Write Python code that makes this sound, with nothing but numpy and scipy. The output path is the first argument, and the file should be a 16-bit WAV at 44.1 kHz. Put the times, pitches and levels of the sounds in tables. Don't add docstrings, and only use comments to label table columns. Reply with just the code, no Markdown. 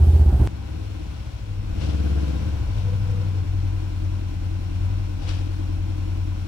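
import sys
import numpy as np
from scipy import signal
from scipy.fft import rfft, irfft, next_fast_len
from scipy.io import wavfile
from scipy.ndimage import uniform_filter1d

SR = 44100
rng = np.random.default_rng(int(sys.argv[2]) if len(sys.argv) > 2 else 0)


def put_to_file(sound):
    columns = np.atleast_2d(sound).T
    safe = np.clip(columns, -1, 1)
    whole_steps = np.round(safe * 32767)
    wavfile.write(sys.argv[1], SR, whole_steps.astype(np.int16))


N = 285327

TIME = np.arange(N) / SR
PADDED = next_fast_len(N + SR, real=True)
FREQ = np.maximum(np.arange(PADDED // 2 + 1) * SR / PADDED, 1)
TOP_HZ = 15800

CUT_S, CUT_FADE_S, CLICK_DB = 0.474, .0025, -15
ENTERS_S, ENTERING_S = 1.72, 0.23

# [t/s, cycle rate f/Hz]
RIDE_SPEED = [(0.0, 16.04), (0.15, 15.85), (0.28, 15.2), (0.38, 13.97), (0.47, 12.1)]
# [t/s, cycle rate f/Hz]
GARAGE_SPEED = [(0.49, 16.31), (0.63, 17.19), (0.83, 19.95), (1.49, 11.86), (1.61, 12.58), (1.73, 16.05),
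                (1.87, 17.62), (2.05, 17.41), (2.22, 17.52), (2.45, 15.01), (2.76, 12.105), (3.17, 12.146),
                (3.52, 10.6), (3.89, 10.2), (4.67, 10.027), (4.88, 10.73), (5.18, 9.9), (5.28, 10.18),
                (6.33, 10.206), (6.47, 9.87)]
IDLE_HZ = 10.2
SETTLES_S, HUNT_CREST_S, HUNT_PERIOD_S, HUNT_DEPTH_HZ, HUNT_DECAY_S = 3.3, 3.68, .42, .25, 2.0
HUNT_HZ, HUNT_DB, FLYWHEEL_LAG_S = 0.2, 2.5, 0.0054
COAST_HZ_PER_S, COAST_DB = 16.8, -3.5
# [t/s, length/s, opening/0-1]
THROTTLE_PUSHES = [(0.652, 0.28, 1), (1.665, 0.5, 1)]
THROTTLE_OPEN_S, THROTTLE_CLOSE_S = 0.24, 0.26

# [place/share of a cycle, level/dB]
FIRINGS = [(0, 0), (.231, 0)]
# [place/share of a cycle, level/dB]
INTAKES = [(0.73, -4), (0.021, -1)]
# [place/share of a cycle, level/dB]
VALVE_TAPS = [(0, -1), (.12, -26), (.24, -1), (.41, -0.5), (0.597, -32), (0.743, -5), (0.882, -4.5)]
RIDE_START, GARAGE_START = .118, .25
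CRANK_WAVER = .007
GULP_GAS = .33

# [f/Hz, width/Hz, level/dB]
BOOM_MODES = [(20.8, 27, -11.5), (27.8, 13, -3.5), (41.2, 4.7, -3), (52.35, 6, -5), (71.3, 9.2, -5),
              (93.13, 8.7, 5), (112.4, 17, -10.5), (150, 57, -23.5)]
# [f/Hz, width/Hz, level/dB]
PIPE_MODES = [(69.1, 17.5, 9), (120.2, 3.3, -1), (193.8, 21, -4.5)]
# [f/Hz, width/Hz, level/dB]
DOORWAY_MODES = [(38, 5.7, 8), (56, 4.7, 4), (70.8, 14, 1), (99.8, 16.5, 3), (118.7, 6.1, -4),
                 (146.6, 20, -16), (192.6, 21, -23)]
DOORWAY_LAG_S, PUTTER_UNEVEN_DB = 0.02217, 2.2
# [f/Hz, width/Hz, level/dB]
CHUG_MODES = [(133.9, 16, 3), (154.9, 16, 2.5), (170.7, 17.5, 1), (192.4, 10.3, 4), (215.3, 24.3, -2)]
# [f/Hz, width/Hz, level/dB]
BARK_MODES = [(241, 12, -5.5), (263.9, 20, 4), (304, 14, 8), (322.6, 15, 6.5), (350, 6.2, -1.5)]
# [t/s, chug level/dB, bark level/dB]
EXHAUST_LEVELS = [(.5, -42, -45), (.66, -62, -45.5), (0.70, -42, -43), (.82, -48, -42), (.89, -54, -47),
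                  (.97, -47, -44), (1.0, -44, -38.5), (1.04, -39, -45), (1.35, -58, -52),
                  (1.55, -47.5, -48.5), (1.85, -33.5, -36.5), (2.25, -32, -34), (2.42, -35.5, -38.5),
                  (2.55, -52, -39.5), (2.85, -38.5, -47), (3.15, -37.5, -44.5), (3.6, -42.5, -41),
                  (5.1, -42, -42.5), (5.6, -43, -38.5), (6.47, -42.5, -42)]

# [f/Hz, level/dB]
GROWL = [(230, -44), (340, -12), (385, -15), (435, 2.5), (470, -0.5), (520, 5.5), (585, -24), (648, 0.5),
         (720, -13.5), (900, -42), (1500, -10.5), (1900, -31), (4000, -74)]
# [f/Hz, level/dB]
CLATTER = [(220, -21), (380, 3.5), (443, -9), (510, -1), (570, -5.5), (650, -3), (740, -7), (800, -1),
           (890, -8), (995, 0), (1180, -15.5), (1480, -5), (1800, -17.5), (2600, -19.5), (4400, -93)]
# [f/Hz, level/dB]
HISS = [(1060, 1), (1800, -6), (2520, 0), (3930, -5.5), (4310, -5), (4720, -10), (5560, -6.5),
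        (6540, -14.5), (7430, -13), (8590, -20.5), (9500, -15), (10500, -22), (12400, -24), (13900, -23.5),
        (15800, -24)]
# [idle indoors/dB, added outside/dB, added at full throttle/dB, per doubling of speed/dB]
BOOM_LAW = (-24, -8.5, 3, -0.5)
GROWL_LAW = (-61.5, -12, 5, 19)
CLATTER_LAW = (-50.5, -7.5, -5.5, 7.5)
HISS_LAW = (-48, -4.5, 0.5, 4)

# [t/s, length/s, f/Hz, level/dB, left minus right/dB]
WHINES = [(.05, .11, 393, -39, 0), (1.38, .26, 490, -58.5, 4), (1.9, .62, 505, -52, 4),
          (2.8, .14, 492, -46, 4), (3.04, .16, 491, -44, 4), (3.25, .09, 496, -52, 4),
          (3.28, .11, 418, -53, 4)]
WHINE_ATTACK_S, WHINE_RELEASE_S = .075, .06
WHINE_WAVER, WHINE_THROB = .014, .5

# [t/s, level/dB, rise/s, decay/s, left minus right/dB, hollow against grit/dB]
SCRAPES = [(1.15, -55, 0.18, 0.41, 6.4, -4), (1.82, -42, 0.02, 0.13, 6.5, -1),
           (2.3, -51.5, 0.11, 0.25, 4.9, -9), (2.79, -51, 0.039, 0.072, 9.9, 2.5),
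           (5.22, -48, 0.02, 0.18, 7.6, 1), (5.29, -40, 0.012, 0.074, 5.8, -12)]
# [f/Hz, level/dB]
SCRAPE_GRIT = [(300, -19), (700, -9), (1200, 7.5), (1900, 2), (2800, 8), (4200, 3), (5800, 0.5), (6700, -8),
               (7500, -8), (10000, -15.5), (15000, -37)]
# [f/Hz, width/Hz, level/dB]
WELL_MODES = [(420, 110, -2), (520, 150, 1), (760, 510, -5)]

# [f/Hz, width/Hz, level/dB]
SEAT_MODES = [(16.1, 2.7, -25), (42.7, 3.9, -6), (68.1, 20, -5), (81.4, 7.5, 0.5), (112, 10.7, -10.5),
              (127.7, 6.5, -19), (173, 32, -22), (229, 27, -29), (296, 35, -28.5), (380, 91, -48),
              (500, 65, -46), (718, 260, -50.5)]
SEAT_EXHAUST_DB, SEAT_DB_PER_HZ, SEAT_WIND_DB, SEAT_SNOW_DB = -13, 1.1, -34.5, -51
SURGE_DB = 1.2
# [t/s, half length/s, wind level/dB, blown snow level/dB]
GUSTS = [(0.107, 0.12, 2, 2.5), (0.16, 0.012, 0, 1), (0.462, 0.084, 4.5, 3)]
# [f/Hz, level/dB]
WIND = [(76, -46), (130, -5.5), (257, -15), (391, -10.5), (426, -18), (588, -23), (811, -19.5),
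        (1080, -31.5), (1510, -32.5), (2500, -44), (3250, -75), (5500, -120)]
# [f/Hz, level/dB]
SNOW = [(1180, -27), (2000, 1), (2570, 8), (3220, 8.5), (3540, 6), (6000, 1.5), (6480, -3), (7380, 0.5),
        (11500, -2), (15800, -7)]

# [f/Hz, level/dB]
RUMBLE = [(12, -18), (30, -5), (60, 0), (110, -9.5), (200, -5.5), (400, -27), (900, -85)]
RUMBLE_DB, RUMBLE_OUTSIDE_DB = -49, 5
# [f/Hz, left minus right/dB]
GARAGE_BALANCE = [(60, 2), (110, 4.5), (200, 6), (380, 3.5), (700, 4.5), (1290, 6.5), (2380, -2), (4400, 8),
                  (8120, 12.5), (15000, 16)]


def exhaust(cycles, throttle, outside, boom_db):
    firings = strokes(cycles, FIRINGS, scatter_db=.3, jitter_s=.00007)
    boom = filtered(firings, resonances(BOOM_MODES, held=[(44.5, 3.1), (80.5, 2.2)]))
    boom += throttle * filtered(firings, resonances(PIPE_MODES))
    uneven = firings * amp(PUTTER_UNEVEN_DB * walk(25))
    putter = delayed(filtered(uneven, resonances(DOORWAY_MODES)), DOORWAY_LAG_S)
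    sound = even((1 - outside) * even(boom) + outside * even(putter)) * amp(boom_db)

    chug_db, bark_db = follow(EXHAUST_LEVELS)
    held = [(hz, 13) for hz, _, _ in CHUG_MODES]
    sound += even(filtered(gulps(cycles, FIRINGS), resonances(CHUG_MODES, held))) * amp(chug_db)
    sound += even(filtered(gulps(cycles, INTAKES), resonances(BARK_MODES))) * amp(bark_db)
    return np.array([delayed(sound, 0.00094), sound])


def gulps(cycles, places):
    pulses = unit(strokes(cycles, places, scatter_db=1.7, jitter_s=.0002))
    since_first = (cycles - places[0][0]) % 1
    gas = unit(np.exp(-since_first / .3) * rng.standard_normal(N))
    return pulses + GULP_GAS * gas


def growl(cycles, db):
    firings = strokes(cycles, FIRINGS, scatter_db=1, jitter_s=.00008)
    sharp = garage(firings, t60=.28, wet_db=4)
    gas = rng.standard_normal((2, N)) * np.exp(-(cycles % 1) / 4.7)
    return even(filtered(sharp + .3 * gas, colour(GROWL))) * amp(db)


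def machinery(cycles, clatter_db, hiss_db):
    taps = garage(strokes(cycles, VALVE_TAPS, scatter_db=1.2, jitter_s=.0003), t60=.4, wet_db=11)
    whir = unit(rng.standard_normal(N) + 1.2 * rng.standard_normal((2, N)))
    clatter = unit(filtered(taps + 0.7 * whir, colour(CLATTER))) * amp(clatter_db)
    airy = 0.34 * taps + rng.standard_normal((2, N))
    hiss = unit(filtered(airy, colour(HISS))) * amp(hiss_db + .5 * walk(40))
    return clatter + hiss


def whine(cycles):
    notes = np.zeros((2, N))
    waver = 1 + WHINE_WAVER * walk(70)
    for s, length, hz, db, pan_db in WHINES:
        tone = np.sin(2 * np.pi * np.cumsum(hz * waver) / SR - np.array([[1.1], [0]]))
        swell = held_for(s, length, WHINE_ATTACK_S, WHINE_RELEASE_S)
        notes += panned(db, pan_db) * swell * tone
    throb = 1 + WHINE_THROB * np.cos(4 * np.pi * cycles)
    return np.sqrt(2) * notes * throb * amp(1.7 * walk(40))


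def scrapes():
    grit = rng.standard_normal((2, N)) * amp(1.5 * walk(900) + .8 * walk(110))
    crunch = unit(filtered(grit, colour(SCRAPE_GRIT)))
    hollow = unit(filtered(grit, resonances(WELL_MODES)))
    out = np.zeros((2, N))
    for s, db, rise, decay, pan_db, hollow_db in SCRAPES:
        swell = np.exp(-np.maximum(s - TIME, 0) / rise - np.maximum(TIME - s, 0) / decay)
        out += swell * panned(db, pan_db) * (crunch + amp(hollow_db) * hollow)
    return out


def ride():
    hz, = follow(RIDE_SPEED)
    wind_db, snow_db = SEAT_WIND_DB, SEAT_SNOW_DB
    for s, half, gust_db, flurry_db in GUSTS:
        gust = np.exp(-((TIME - s) / half) ** 2)
        wind_db = wind_db + gust_db * gust
        snow_db = snow_db + flurry_db * gust
    layers = seat_exhaust(hz) + seat_wind(hz, wind_db) + blown_snow(snow_db)
    return layers * amp(np.array([[-.4], [.4]]))


def seat_exhaust(hz):
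    lead = int(3 * SR / hz[0])
    running = np.cumsum(np.pad(hz, (lead, 0), "edge")[:N]) / SR - RIDE_START
    firings = strokes(running, FIRINGS, scatter_db=.5, jitter_s=.0001)
    throb = np.roll(filtered(firings, resonances(SEAT_MODES)), -lead)
    level_db = SEAT_EXHAUST_DB + SEAT_DB_PER_HZ * (hz - np.mean(hz[TIME < CUT_S]))
    return even(throb) * amp(level_db)


def seat_wind(hz, db):
    air = unit(rng.standard_normal(N) + 1.13 * rng.standard_normal((2, N)))
    wind = unit(filtered(air, colour(WIND))) * amp(db + 1.0 * walk(31.2))
    cycles = np.cumsum(hz) / SR - RIDE_START
    return wind * amp(SURGE_DB * np.cos(2 * np.pi * (cycles - .4)))


def blown_snow(db):
    flakes = rng.standard_normal((2, N)) * amp(1.0 * walk(810))
    return unit(filtered(flakes, colour(SNOW))) * amp(db)


def rumble(outside):
    level_db = RUMBLE_DB + RUMBLE_OUTSIDE_DB * outside + 1.2 * walk(3)
    return unit(filtered(rng.standard_normal(N), colour(RUMBLE))) * amp(level_db)


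def engine_speed():
    hz, = follow(GARAGE_SPEED)
    swing = np.cos(2 * np.pi * (TIME - HUNT_CREST_S) / HUNT_PERIOD_S)
    return hz + HUNT_DEPTH_HZ * swing * held_for(SETTLES_S, 0, .2, HUNT_DECAY_S)


def firing_strength(hz):
    coming_hz = np.interp(TIME + FLYWHEEL_LAG_S, TIME, hz)
    slowing = -uniform_filter1d(np.gradient(hz) * SR, size=4410)
    hunting_db = HUNT_DB * np.tanh((coming_hz - IDLE_HZ) / HUNT_HZ)
    return hunting_db + COAST_DB * np.clip(slowing / COAST_HZ_PER_S, 0, 1)


def loudness(law, hz, outside, throttle):
    idle_db, outside_db, throttle_db, doubling_db = law
    return idle_db + outside_db * outside + throttle_db * throttle + doubling_db * np.log2(hz / IDLE_HZ)


def still_out(enters_s, entering_s):
    return (1 - np.tanh((TIME - enters_s) / (2 * entering_s))) / 2


def strokes(cycles, places, scatter_db, jitter_s):
    out, count = np.zeros(N), np.arange(-1, int(cycles[-1]) + 1)
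    for place, db in places:
        chance = rng.standard_normal((200, 2))[:len(count)]
        passes_s = np.interp(count + place, cycles, TIME, left=-1, right=-1)
        at = ((passes_s + jitter_s * chance[:, 0]) * SR).astype(int)
        heard = (at >= 0) & (at < N)
        out[at[heard]] += amp(db + scatter_db * chance[heard, 1])
    return out


def garage(x, t60, wet_db):
    s = TIME[:SR // 2]
    tail = rng.standard_normal((2, len(s))) * np.exp(-np.log(1000) * s / t60)
    tail *= amp(wet_db) / np.sqrt(np.sum(tail ** 2) / 2)
    tail[:, 0] += 1
    return unit(filtered(x, rfft(tail, PADDED)))


def resonances(modes, held=()):
    f = np.arange(SR // 2 + 1.) + 1e-3
    power = 0
    for hz, width, db in modes:
        detuning = (f ** 2 - hz ** 2) / (f * width)
        power = power + amp(2 * db) / (1 + detuning ** 2) ** 2
    cepstrum = irfft(np.log(power + 1e-10))
    cepstrum[0] /= 2
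    cepstrum[SR // 2:] = 0
    response = np.exp(rfft(cepstrum))
    for hz, width in held:
        pole = hz ** 2 - f ** 2 + 1j * f * width
        response *= np.conj(pole) / pole
    return rfft(irfft(response), PADDED)


def colour(points):
    hz, db = np.transpose(points)
    return amp(np.interp(np.log(FREQ), np.log(hz), db))


def filtered(x, response):
    return irfft(rfft(x, PADDED) * response, PADDED)[..., :N]


def delayed(x, lag_s):
    return np.interp(TIME - lag_s, TIME, x)


def held_for(start, length, attack, release):
    rise = np.clip((TIME - start) / attack, 0, 1)
    return rise * np.exp(-np.maximum(TIME - start - length, 0) / release)


def walk(rate):
    k = int(SR / rate)
    steps = np.repeat(rng.standard_normal(N // k + 1), k)
    return unit(uniform_filter1d(steps, k)[:N])


def follow(table):
    s, *columns = np.transpose(table)
    return [np.interp(TIME, s, c) for c in columns]


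def unit(x):
    return x / np.sqrt(np.mean(x ** 2))


def even(x):
    k = int(.13 * SR)
    power = uniform_filter1d(uniform_filter1d(x ** 2, k), k)
    return x / np.sqrt(power + 1e-12)


def panned(db, pan_db):
    return amp(db + np.array([[pan_db], [-pan_db]]) / 2)


def amp(db):
    return np.exp(np.asarray(db) * (np.log(10) / 20))


def scene():
    hz = engine_speed()
    throttle = np.zeros(N)
    for s, length, opening in THROTTLE_PUSHES:
        throttle += opening * held_for(s, length, THROTTLE_OPEN_S, THROTTLE_CLOSE_S)
    outside = still_out(ENTERS_S, ENTERING_S)
    laws = (BOOM_LAW, GROWL_LAW, CLATTER_LAW, HISS_LAW)
    boom_db, growl_db, clatter_db, hiss_db = (loudness(law, hz, outside, throttle) for law in laws)
    cycles = np.cumsum(hz) / SR - GARAGE_START + CRANK_WAVER * walk(7) * (1 - throttle)

    inside = exhaust(cycles, throttle, outside, boom_db + firing_strength(hz))
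    inside += growl(cycles, growl_db)
    inside += machinery(cycles, clatter_db, hiss_db)
    inside += rumble(outside)
    balance = colour(GARAGE_BALANCE)
    sides = 2 * np.array([balance, np.ones_like(balance)]) / (1 + balance)

    ending = np.clip((CUT_S - TIME) / CUT_FADE_S, 0, 1)
    after = np.clip((TIME - CUT_S) / CUT_FADE_S, 0, 1)
    click = amp(CLICK_DB) * uniform_filter1d((1 - ending) * (TIME < CUT_S), size=3)
    return ending * ride() + click + whine(cycles) + after * (filtered(inside, sides) + scrapes())


def record(dry):
    return signal.sosfilt(signal.ellip(10, .2, 80, TOP_HZ, fs=SR, output="sos"), dry)


dry = scene()
out = record(dry)
put_to_file(out)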